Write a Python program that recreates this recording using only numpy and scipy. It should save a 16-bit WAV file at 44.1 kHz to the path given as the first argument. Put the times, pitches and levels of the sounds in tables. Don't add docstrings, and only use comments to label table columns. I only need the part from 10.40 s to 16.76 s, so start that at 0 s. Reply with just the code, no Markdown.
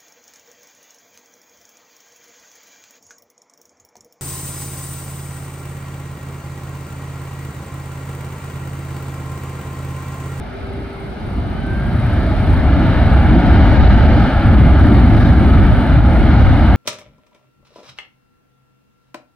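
import sys
import numpy as np
from scipy import signal
from scipy.fft import rfft, irfft, next_fast_len
from scipy.io import wavfile
from scipy.ndimage import uniform_filter1d, minimum_filter1d, map_coordinates

SR = 44100
rng = np.random.default_rng(int(sys.argv[2]) if len(sys.argv) > 2 else 0)


def linear_from_db(decibels):
    return 10 ** (np.asarray(decibels, float) / 20)


def wav_out(sig):
    wavfile.write(sys.argv[1], SR, np.round(np.clip(np.atleast_2d(sig).T, -1, 1) * 32767).astype(np.int16))


N = 280476

# pitch_hz, density_db (per Hz)
AIRFIELD_SPECTRUM = [(15, -32), (25, -13.5), (82, 1.5), (297, -20.5), (389, -4), (457, -9.5), (848, -21.5),
                     (1020, -16.5), (1380, -19), (1800, -28.5), (2120, -23), (3930, -36.5), (6730, -54.5),
                     (9050, -53.5), (15500, -67)]
# pitch_hz, correlation_0to1
AIRFIELD_LIKENESS = [(60, 0.35), (240, 0.25), (950, 0.77), (3770, 0.19), (15000, 0.11)]
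# start_s, pitch_hz, level_db
MACHINE_HUM = [
    (0, 390, -54),
    (.12, 391, -43),
    (.3, 393, -39.5),
    (.7, 394.5, -38),
    (.8, 393, -52),
    (1.05, 393, -52),
    (1.2, 392, -42),
    (2.2, 392, -43),
    (2.5, 392, -60),
]
# start_s, level_db
LENS_EFFORT = [(0, -68), (.3, -67.5), (.9, -65), (1.27, -65.5), (1.54, -60), (1.9, -62), (2.01, -57.5),
               (2.15, -62.5), (2.95, -61.5), (3.4, -62), (4.15, -62.5), (4.3, -60), (4.85, -58.5),
               (5.3, -59), (5.9, -62), (6.36, -61)]
# pitch_hz, gain_db
BODY_TO_LEFT = [(5000, -61.5), (6800, -21), (7300, -10.5), (9000, -10.5), (9800, -12.5), (10100, -18),
                (10900, -10.5), (11500, -8), (12300, -10.5), (13500, -11.5), (14100, -14), (15200, -13),
                (15600, -10)]
# pitch_hz, gain_db
BODY_TO_RIGHT = [(5000, -61), (6800, -17.5), (7300, -11), (7900, -11), (8150, -1), (8300, -14),
                 (8700, -1.5), (9000, -6), (9200, 2), (9700, -4), (10400, -7), (11000, -8), (11400, -4),
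                 (11800, -10), (15500, -10.5)]
# pitch_hz, gain_db
STRAIN_COLOUR = [(6800, 1.5), (7500, 3.5), (8000, -2.5), (9200, 0), (9900, 0.5), (10400, 0), (11400, 3.5),
                 (11800, -0.5)]
# start_s, peak_db, left_over_right_db
SHELL_TICKS = [
    (0.166, -57, -2.5),
    (1.101, -50.5, -0.5),
    (1.662, -49, 0),
    (2.1742, -43.5, -3),
    (2.994, -50, -4),
    (3.262, -51, -4),
    (3.328, -51, -4),
    (4.537, -48, 7),
    (4.828, -51, -4),
]
# centre_s, half_length_s, level_db
CLOTH_BRUSHES = [
    (4.925, .02, -52),
    (4.973, .02, -47.5),
]
# start_s, blade_pitch_hz, level_db, overtone_level_db
FAN_WHINE = [
    (.9, 1440, -70, -70),
    (1.08, 1485, -56, -56),
    (1.22, 1525, -45, -52),
    (1.36, 1570, -37, -55),
    (1.5, 1615, -41, -59),
    (1.62, 1650, -50, -64),
    (1.85, 1720, -44, -62),
    (1.95, 1745, -54, -66),
    (2.4, 1850, -70, -70),
]
# start_s, roar_level_db, aft_0to1 (how far the exhaust points this way)
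THRUST = [(0, -38.5, 0.14), (.3, -38, 0), (.7, -39, 0.37), (1, -35.5, 0.54), (1.3, -34, 0.87),
          (1.7, -28, 0.13), (2.1, -26.5, 0.55), (2.5, -23, 0), (2.9, -22.5, 0.06), (3.15, -20.5, 0),
          (3.4, -21, 0), (3.85, -21.5, 0.3), (4.1, -23, .6), (4.65, -22.5, 0.95), (5.2, -23.5, 1),
          (5.6, -23.5, 0.3), (5.9, -22.5, 0.4), (6.36, -22, 0)]
# pitch_hz, density_db (per Hz)
EXHAUST_SPECTRUM = [(15, -42), (28, -12), (65, 3), (85, -2.5), (100, -3), (160, -12), (280, -11.5),
                    (700, -22), (1500, -29.5), (2300, -35), (4000, -44.5), (4600, -49.5), (5200, -56.5),
                    (6800, -68), (9000, -110)]
# pitch_hz, correlation_0to1
EXHAUST_LIKENESS = [(30, 0.63), (70, 0.94), (150, 0.98), (380, 0.98), (950, 0.96), (2380, 0.86),
                    (5980, 0.27), (15000, 0.051)]
# centre_s, half_length_s, hiss_db
STILL_AIR = [
    (2.5, 0.074, 0.5),
    (3.45, .25, 4),
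    (3.82, 0.07, 4),
    (4.82, 0.11, 4.5),
]
# centre_s, half_length_s, rumble_db, drone_db
PATH_GUSTS = [(.15, 0.1, -5.5, -1.5), (.39, 0.025, 1, 4.5), (.55, 0.07, -5, -1), (.75, 0.025, -11, -3),
              (.98, 0.022, 8.5, 5.5), (1.35, .04, 3.5, 0.5), (1.55, .1, 1, 2), (1.97, 0.034, -0.5, -3.5),
              (2.13, 0.048, 4, 0), (2.2, 0.035, -1, -1), (2.41, 0.028, -2, 4), (2.52, .02, -3, 0),
              (2.95, 0.05, 0.5, 6.5), (3.03, .025, -10, 1), (3.45, 0.14, 2, -1), (3.8, 0.027, -2.5, 3.5),
              (3.91, 0.054, -15, -0.5), (3.96, 0.061, 3, -8), (4.02, 0.019, -14.5, -0.5),
              (4.1, 0.052, -1, 0.5), (4.2, 0.043, 3, 3.5), (4.38, 0.022, -2, -3.5), (4.51, 0.029, -4.5, 5),
              (5.31, 0.031, 1.5, -3), (5.35, 0.023, 1.5, -8.5), (5.45, 0.057, -9, -1), (5.57, 0.097, 4, -1),
              (5.67, .025, 1, 1.5), (5.89, 0.044, -1, 3), (6.05, 0.054, 5.5, -1)]
# pitch_hz, width_hz,
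# left_depth_db, right_depth_db
REFLECTION_NOTCHES = [(442.6, 127.7, -11, -15), (1047, 134, -6.5, -10.5), (1915, 170, -4.5, -4),
                      (2592, 223, -7, -9.5), (3325, 270, -2, -5.5), (6700, 1900, -2.5, 2)]
# centre_s, half_length_s, gain_db
GAIN_DUCKS = [
    (4.65, .04, -1.5),
    (4.96, 0.032, -2.5),
    (5.62, 0.028, -3.5),
]


def unit(x):
    return x / np.sqrt(np.mean(x ** 2) + 1e-20)


def along(points, hz):
    f, v = np.transpose(points)
    return np.interp(np.log(hz + 1), np.log(f + 1), v)


def curves(rows):
    s, *cols = np.transpose(rows)
    return [np.interp(np.arange(N) / SR, s, c) for c in cols]


def bumps(rows):
    s, half, *cols = np.transpose(rows)
    knots = np.arange(0, N + 64, 64)
    bell = np.exp(-((knots[:, None] / SR - s) / half) ** 2)
    return [np.interp(np.arange(N), knots, bell @ c) for c in cols]


def wobble(rate):
    knots = rng.standard_normal(int(N * 40 / SR) + 4)
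    return map_coordinates(knots, [np.arange(N) * min(rate, 40) / SR])


def filtered(x, response):
    m = next_fast_len(N + 8192)
    return irfft(rfft(x, m) * response(np.fft.rfftfreq(m, 1 / SR)), m)[..., :N]


def lowpass(x, edge_hz):
    return filtered(x, lambda hz: 1 / (1 + (hz / edge_hz) ** 8))


def rush(spectrum, alike, patchy_db):
    z = signal.stft(rng.standard_normal((2, N + 2048)), nperseg=2048)[2]
    field = uniform_filter1d(rng.standard_normal(z.shape[1:]), size=3, axis=0)
    field = uniform_filter1d(field, size=8, axis=1)
    pair = signal.istft(z * linear_from_db(patchy_db * unit(field)), nperseg=2048)[1][:, :N]

    def mid_side(hz):
        angle = np.arccos(np.clip(along(alike, hz), -1, 1)) / 2
        return linear_from_db(along(spectrum, hz)) * [np.cos(angle), np.sin(angle)]

    mid, side = filtered(pair, mid_side)
    return unit(np.array([mid + side, mid - side]))


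def evened(x, share):
    power = np.abs(uniform_filter1d(np.mean(x ** 2, axis=0), size=2600))
    return unit(x / power ** (share / 2))


def tone(hz, db, unsteady_db, drift_hz):
    phase = 2 * np.pi * np.cumsum(hz + drift_hz * wobble(25)) / SR
    return np.sqrt(2) * linear_from_db(db + unsteady_db * wobble(10)) * np.sin(phase)


def reflections(hz):
    depth_db = 0
    for centre, width, left, right in REFLECTION_NOTCHES:
        depth_db = depth_db + np.outer([left, right], np.exp(-((hz - centre) / width) ** 2))
    return linear_from_db(depth_db)


def airfield():
    hum_hz, hum_db = curves(MACHINE_HUM)
    noise = rush(AIRFIELD_SPECTRUM, AIRFIELD_LIKENESS, patchy_db=2.0)
    left, right = unit(filtered(noise, lambda hz: reflections(hz) ** 0.22))
    far = np.array([np.roll(left, 23), right])
    gust_gain = linear_from_db(bumps(PATH_GUSTS)[0])
    far = far + (gust_gain - 1) * lowpass(far, 140)
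    return linear_from_db(-33 + 0.8 * wobble(5)) * far + tone(hum_hz, hum_db, unsteady_db=1.2, drift_hz=2)


def lens():
    turns = np.arange(N) * 30 / SR + 0.2
    count = turns.astype(int)
    size_db = 2.3 * rng.standard_normal(count.max() + 1)[count] - 4 * (count % 2)
    u = (turns % 1) / 0.1
    rasp = linear_from_db(size_db) * u ** 2 * np.exp(-u)
    near = unit(rasp + 0.38) * rng.standard_normal(N)
    near = 0.3 * near + 0.56 * lowpass(near, 11800)
    hiss = rush([(20, 0), (20000, 0)], [(20, 0)], patchy_db=2)
    heard = np.array([0.55 * np.roll(near, 23), 0.9 * near]) + 0.38 * hiss
    body = filtered(heard, lambda hz: linear_from_db([along(BODY_TO_LEFT, hz), along(BODY_TO_RIGHT, hz)]))
    strained = filtered(body, lambda hz: linear_from_db(along(STRAIN_COLOUR, hz)))
    shift, = bumps([(4.9, 0.97, 1)])
    body = body + shift * (strained - body)
    return linear_from_db(curves(LENS_EFFORT)[0] + 4.0 + 1.1 * wobble(9)) * unit(body)


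def handling():
    out, t = np.zeros((2, N)), np.arange(N) / SR
    for s, peak_db, pan_db in SHELL_TICKS:
        out[:, round(s * SR) + 55] = linear_from_db(peak_db + 25 + np.array([pan_db, -pan_db]) / 2)
    for s, half, db in CLOTH_BRUSHES:
        swell = np.exp(-((t - s) / half) ** 2)
        out += linear_from_db(db + np.array([[0], [-12]])) * swell * rng.standard_normal(N)
    ring_hz, width_hz = 12800, 5000
    return filtered(out, lambda hz: 1j * hz * width_hz / (ring_hz ** 2 - hz * hz + 1j * hz * width_hz))


def fan():
    hz, db, overtone_db = curves(FAN_WHINE)
    blade = tone(hz, db, unsteady_db=2, drift_hz=7)
    return blade + tone(2 * hz, overtone_db, unsteady_db=4, drift_hz=25)


def jet():
    roar_db, aft = curves(THRUST)
    thrust_db = roar_db + 22
    rumble_gust_db, drone_gust_db = bumps(PATH_GUSTS)
    noise = filtered(rush(EXHAUST_SPECTRUM, EXHAUST_LIKENESS, patchy_db=1.61), reflections)

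    rumble = lowpass(noise, 140)
    drone = lowpass(noise, 420) - rumble
    roar = lowpass(noise, 4000) - lowpass(noise, 420)
    hiss = noise - lowpass(noise, 4000)

    rumble_db = -10 + 1.22 * thrust_db + 3 * aft + rumble_gust_db
    drone_db = -17.5 + 1.08 * thrust_db + 5 * aft + drone_gust_db
    hiss_db = -49.5 + 0.48 * thrust_db + bumps(STILL_AIR)[0] + 0.76 * wobble(5.2)

    low = linear_from_db(rumble_db) * evened(rumble, share=0.55) + linear_from_db(drone_db) * evened(drone, share=0.56)
    return low + linear_from_db(roar_db) * evened(roar, share=0.53) + linear_from_db(hiss_db) * unit(hiss)


def scene():
    return airfield() + lens() + handling() + fan() + jet()


def top_cut(x):
    return signal.sosfilt(signal.butter(12, 15740, fs=SR, output="sos"), x)


def record(dry):
    def port_lag(hz):
        one_sample = np.exp(np.outer([1j, -1j], hz * np.pi * 2 / SR))
        return one_sample * (hz < 15800)

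    x = linear_from_db(0.37 + bumps(GAIN_DUCKS)[0]) * filtered(dry, port_lag)
    needed = np.minimum(1, 0.99 / (np.abs(x).max(axis=0) + 1e-9))
    gain = uniform_filter1d(minimum_filter1d(needed, size=300), size=300)
    return top_cut(x * gain)


dry = scene()
out = record(dry)
wav_out(out)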